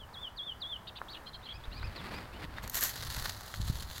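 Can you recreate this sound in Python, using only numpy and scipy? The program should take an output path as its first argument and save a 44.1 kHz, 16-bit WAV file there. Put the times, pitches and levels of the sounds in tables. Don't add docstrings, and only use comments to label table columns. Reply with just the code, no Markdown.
import sys
import numpy as np
from scipy import signal
from scipy.fft import rfft, irfft, next_fast_len
from scipy.io import wavfile
from scipy.ndimage import uniform_filter1d, map_coordinates

SR = 44100
rng = np.random.default_rng(int(sys.argv[2]) if len(sys.argv) > 2 else 0)


def wav_out(sig):
    wavfile.write(sys.argv[1], SR, np.round(np.clip(np.atleast_2d(sig).T, -1, 1) * 32767).astype(np.int16))


N = 176400

FLUTTER_DB, FLUTTER_HZ = 2.2, 146.4
# position from 0 to 1, pitch in Hz, relative level in dB.
WHISTLE_SHAPE = [(0, 4890, -34), (.06, 4700, -13), (.12, 3920, -4.5), (.19, 3380, -2), (.27, 3283, 0),
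                 (0.381, 3374, -2.5), (.48, 3580, -14.5), (.68, 3510, -2), (.79, 3230, 1),
                 (.88, 3022, -8.5), (.96, 3012, 1.5), (1, 2810, -5)]
# start in seconds, length in seconds, level in dB, rise in level along the way in dB.
WHISTLES = [(-.113, 0.16, -54, 1.5), (0.125, 0.16, -44, 8), (0.361, .17, -39, -1.5),
            (0.601, 0.17, -39, -1.5)]
def whistles():
    out = np.zeros(N)
    position, hz, shape_db = np.transpose(WHISTLE_SHAPE)
    for start, length, db, rise_db in WHISTLES:
        size = int(length * SR)
        progress = np.linspace(0, 1, size)
        pitch = uniform_filter1d(np.interp(progress, position, hz), size=400)
        pitch *= 1 + .0074 * wobble(398, size)
        swell_db = np.interp(progress, position, shape_db) + rise_db * np.clip(2 * progress - 1, -.5, .5)
        gain = amp(db + swell_db + FLUTTER_DB * wobble(FLUTTER_HZ, size))
        tone = np.sqrt(2) * np.sin(2 * np.pi * np.cumsum(pitch) / SR)
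        add(out, start, gain * tone * signal.windows.tukey(size, .04))
    return out


# start and length in seconds, first, middle and last pitch in Hz,
# relative level in dB.
CHIPS = [(.867, 0.037, 2740, 3830, 2420, -46), (.953, .041, 2750, 3790, 2380, -47),
         (1.128, .052, 4210, 3355, 2850, -47.5)]
NOTES = [(1.081, 0.051, 3060, 4250, 4500, -48), (1.258, 0.042, 3750, 4250, 3920, -51),
         (1.265, 0.02, 3310, 3220, 3120, -47), (1.329, 0.041, 3450, 4230, 3860, -50.5),
         (1.34, .024, 3250, 3186, 3100, -49), (1.425, 0.057, 3400, 4050, 4420, -55),
         (1.455, 0.031, 3400, 3190, 2500, -50), (1.484, 0.051, 3070, 3340, 3190, -44.5),
         (1.536, 0.04, 4600, 5000, 5100, -52.5), (1.634, 0.025, 3320, 3680, 3900, -52.5),
         (1.712, 0.031, 2430, 2860, 3000, -56.5), (1.713, 0.081, 3660, 4520, 5100, -53),
         (1.76, 0.045, 3790, 4400, 3400, -57), (1.808, .048, 3290, 4480, 5220, -51),
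         (1.833, 0.054, 4320, 5150, 4040, -53.5), (1.958, 0.053, 4700, 3800, 3250, -49),
         (2.123, 0.069, 4160, 4820, 5030, -51.5), (2.325, 0.057, 2480, 2900, 3060, -55.5),
         (2.564, 0.034, 3760, 3640, 3970, -55.5)]
def twitter(cutoff_hz=5030):
    voice = syllables(CHIPS, buzz=.9, waver=.028) + syllables(NOTES, buzz=.3, waver=.018)
    return filtered(voice, lambda hz: 1 / np.sqrt(1 + (hz / cutoff_hz) ** 24))


def syllables(rows, buzz, waver, buzz_hz=814, fade_s=.0066):
    out = np.zeros(N)
    for start, length, first, middle, last, db in rows:
        size = int(length * SR)
        arc = np.polyfit([0, .5, 1], [first, middle, last], 2)
        pitch = np.polyval(arc, np.linspace(0, 1, size)) * (1 + waver * wobble(388, size))
        phase = 2 * np.pi * np.cumsum(pitch) / SR
        beat = np.sin(2 * np.pi * np.cumsum(buzz_hz * (1 + .25 * wobble(308, size))) / SR)
        rasp = 1 + buzz * (beat + wobble(1300, size))
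        octave_below = np.interp(pitch, [4430, 4970], [0, 1]) * np.sin(phase / 2)
        tone = (np.sin(phase) * rasp + octave_below) * amp(FLUTTER_DB * wobble(FLUTTER_HZ, size))
        fade = signal.windows.tukey(size, min(2 * fade_s / length, 1))
        add(out, start, amp(db) * unit(tone) * fade)
    return out


def crackle(colour, per_second, spread_db, clump_db):
    when, strength, side = rng.random((int(per_second * N / SR), 3)).T
    sizes = amp(spread_db * np.minimum(-np.log(1 - strength), 3)) * np.sign(side - .5)
    ticks = np.bincount((when * N).astype(int), sizes, N)
    bursts = signal.fftconvolve(np.abs(ticks), np.exp(-np.arange(200) / 14))[:N]
    breaks = unit(bursts * rng.standard_normal(N))
    hiss = rng.standard_normal(N)
    return coloured((breaks + hiss) * amp(clump_db * wobble(110, N)), colour)


# time in seconds, level in dB.
BRUSH_LEVELS = [(2.615, -73), (2.635, -46.5), (2.685, -70), (2.735, -46.5), (2.746, -38.5), (2.78, -32.5),
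                (2.803, -40.5), (2.837, -29), (2.856, -33.5), (2.91, -44)]
# frequency in Hz, relative level in dB.
BRUSH_COLOUR = [(300, -10), (1900, 4.5), (2400, -3.5), (3600, -0.5), (4250, 3.5), (5000, -2.5), (6600, 3.5),
                (8400, -2.5), (10000, -6.5), (12500, 6.5), (15700, -8)]
def brush():
    return level(BRUSH_LEVELS) * crackle(BRUSH_COLOUR, per_second=2000, spread_db=2.5, clump_db=1.1)


# time in seconds, relative level in dB.
SCRAMBLE_LEVELS = [(2.88, -49), (2.94, -45.5), (3.02, -42.5), (3.085, -45.5), (3.13, -41.5), (3.21, -46),
                   (3.25, -41), (3.3, -44.5), (3.37, -52), (3.53, -49), (3.635, -51.5), (3.66, -46.5),
                   (3.8, -50), (3.825, -46.5), (3.87, -54.5), (3.98, -44), (4, -54)]
# frequency in Hz, relative level in dB.
SCRAMBLE_COLOUR = [(300, -8), (1100, -1.5), (1850, 2.5), (2400, -9), (4300, 3), (5500, -4.5), (6500, -4.5),
                   (9000, -11), (11200, -7), (15700, -11)]
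def scramble(climb_s=3.45, delay_s=.000286):
    crunch = level(SCRAMBLE_LEVELS)
    crunch *= crackle(SCRAMBLE_COLOUR, per_second=450, spread_db=3.5, clump_db=2.27)
    climbing = np.clip((np.arange(N) / SR - climb_s) * 10, 0, 1)
    bounce = filtered(crunch, lambda hz: np.exp(-2j * np.pi * hz * delay_s))
    return amp(1) * (crunch + .22 * climbing * bounce)


# start in seconds, relative level in dB, treble boost in dB (below zero is duller). The first three
SNAPS = [(1.829, -30.5, -43), (2.5685, -39, -32), (2.5835, -26, -31), (2.6768, -31, -2), (2.6973, -25, 11),
         (2.7451, -23.5, -2), (2.7537, -19, 5), (2.8091, -21.5, 9), (2.8366, -14.5, 13),
         (3.1658, -28.5, -9), (3.1986, -31, -1), (3.5402, -26.5, -18), (3.981, -31.5, 1)]
def snaps(decay_s=.017):
    out, t = np.zeros(N), np.arange(SR // 20) / SR
    for start, db, treble_db in SNAPS:
        crack = coloured(rng.standard_normal(len(t)) * amp(-60 * t / decay_s), BRUSH_COLOUR)
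        crack = filtered(crack, lambda hz: amp(treble_db * np.clip(np.log2((hz + 1) / 2000) / 2, 0, 1.5)))
        add(out, start, amp(db - 21) * unit(crack))
    return out


# start in seconds, relative level in dB, pitch in Hz.
THUDS = [(1.68, -38, 42), (3.175, -33.5, 89), (3.601, -28.5, 87), (3.699, -24, 113)]
def thuds(decay_cycles=3.3):
    out, t = np.zeros(N), np.arange(SR // 5) / SR
    attack = 1 - np.exp(-t / .0022)
    for start, db, hz in THUDS:
        gain = attack * amp(db + 12 - 60 * t * hz / decay_cycles)
        add(out, start, gain * np.sin(2 * np.pi * hz * t))
    return out


# time in seconds, level in dB.
SHUFFLE_LEVELS = [(1.4, -60.5), (1.7, -57.5), (2.04, -46), (2.16, -45.5), (2.3, -57), (2.348, -52),
                  (2.385, -54), (2.444, -43.5), (2.47, -62), (2.585, -48), (2.615, -58), (2.64, -45),
                  (2.72, -61)]
# frequency in Hz, relative level in dB.
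SHUFFLE_COLOUR = [(300, -2), (700, -1), (1900, -2), (3000, -8), (4600, -9.5), (6000, -23.5), (15000, -27.5)]
def shuffle(bump_hz=178):
    rustle = crackle(SHUFFLE_COLOUR, per_second=900, spread_db=2.4, clump_db=1.4)
    low_noise = filtered(rng.standard_normal(N), lambda hz: np.exp(-np.log2((hz + 1) / bump_hz) ** 2))
    bumps = amp(-6.5 + 5 * wobble(20, N)) * unit(low_noise)
    return level(SHUFFLE_LEVELS) * (rustle + bumps)


def pop(at_s=1.0168, hz=1175, width_s=.00034):
    t = np.arange(N) / SR - at_s
    return -amp(-23) * np.exp(-.5 * (t / width_s) ** 2) * np.sin(2 * np.pi * hz * t)


def with_echo(x, echo_db=-14.5, decay_s=.36):
    t = np.arange(SR // 2) / SR
    tail = rng.standard_normal(len(t)) * amp(-60 * t / decay_s)
    return x + amp(echo_db) * signal.fftconvolve(x, tail / np.linalg.norm(tail))[:N]


# time in seconds, relative level in dB.
RUMBLE_LEVELS = [(0, -56.5), (1.05, -60), (1.77, -49.5), (1.85, -39), (1.97, -51.5), (2.35, -53),
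                 (2.5, -45), (2.95, -52.5), (3.06, -40), (3.14, -50.5), (3.21, -37.5), (3.32, -51),
                 (3.51, -55.5), (3.6, -36.5), (3.74, -39), (4, -52)]
# frequency in Hz, relative level in dB.
RUMBLE_COLOUR = [(15, -7), (55, 2.5), (110, -4), (200, -21), (400, -36.5), (1500, -85)]
def rumble():
    return amp(1) * level(RUMBLE_LEVELS) * coloured(rng.standard_normal(N), RUMBLE_COLOUR)


# frequency in Hz, relative level in dB.
OUTDOOR_COLOUR = [(100, 4.5), (400, -2.5), (1000, 2), (1800, -4.5), (2400, -14), (4500, -18), (6000, -21.5),
                  (10000, -24), (15500, -23.5)]
def outdoors(db=-53.5):
    return amp(db + 1.6 * wobble(6.04, N)) * coloured(rng.standard_normal(N), OUTDOOR_COLOUR)


def amp(db):
    return 10 ** (np.asarray(db) / 20)


def unit(x):
    return x / np.sqrt(np.mean(x ** 2) + 1e-20)


def filtered(x, response):
    size = next_fast_len(len(x) + SR // 10)
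    return irfft(rfft(x, size) * response(np.fft.rfftfreq(size, 1 / SR)), size)[:len(x)]


def coloured(x, colour):
    points_hz, db = np.transpose(colour)
    return unit(filtered(x, lambda hz: amp(np.interp(np.log(hz + 1), np.log(points_hz), db))))


def wobble(rate, size):
    points = rng.standard_normal(int(size * rate / SR) + 4)
    return map_coordinates(points, [np.arange(size) * rate / SR], mode="nearest")


def level(rows):
    times, db = np.transpose(rows)
    t = np.arange(N) / SR
    outside_s = np.abs(t - np.clip(t, times[0], times[-1]))
    return amp(np.interp(t, times, db) - 500 * outside_s)


def add(track, start_s, x):
    i = round(start_s * SR)
    x = x[max(-i, 0):N - i]
    track[max(i, 0):][:len(x)] += x


def scene():
    echoing = with_echo(whistles() + twitter() + pop() + snaps())
    straw = shuffle() + brush() + scramble()
    return (echoing + straw + thuds() + rumble() + outdoors())[None]


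def record(dry, top_hz=15850):
    return np.array([filtered(x, lambda hz: hz < top_hz) for x in dry])


dry = scene()
out = record(dry)
wav_out(out)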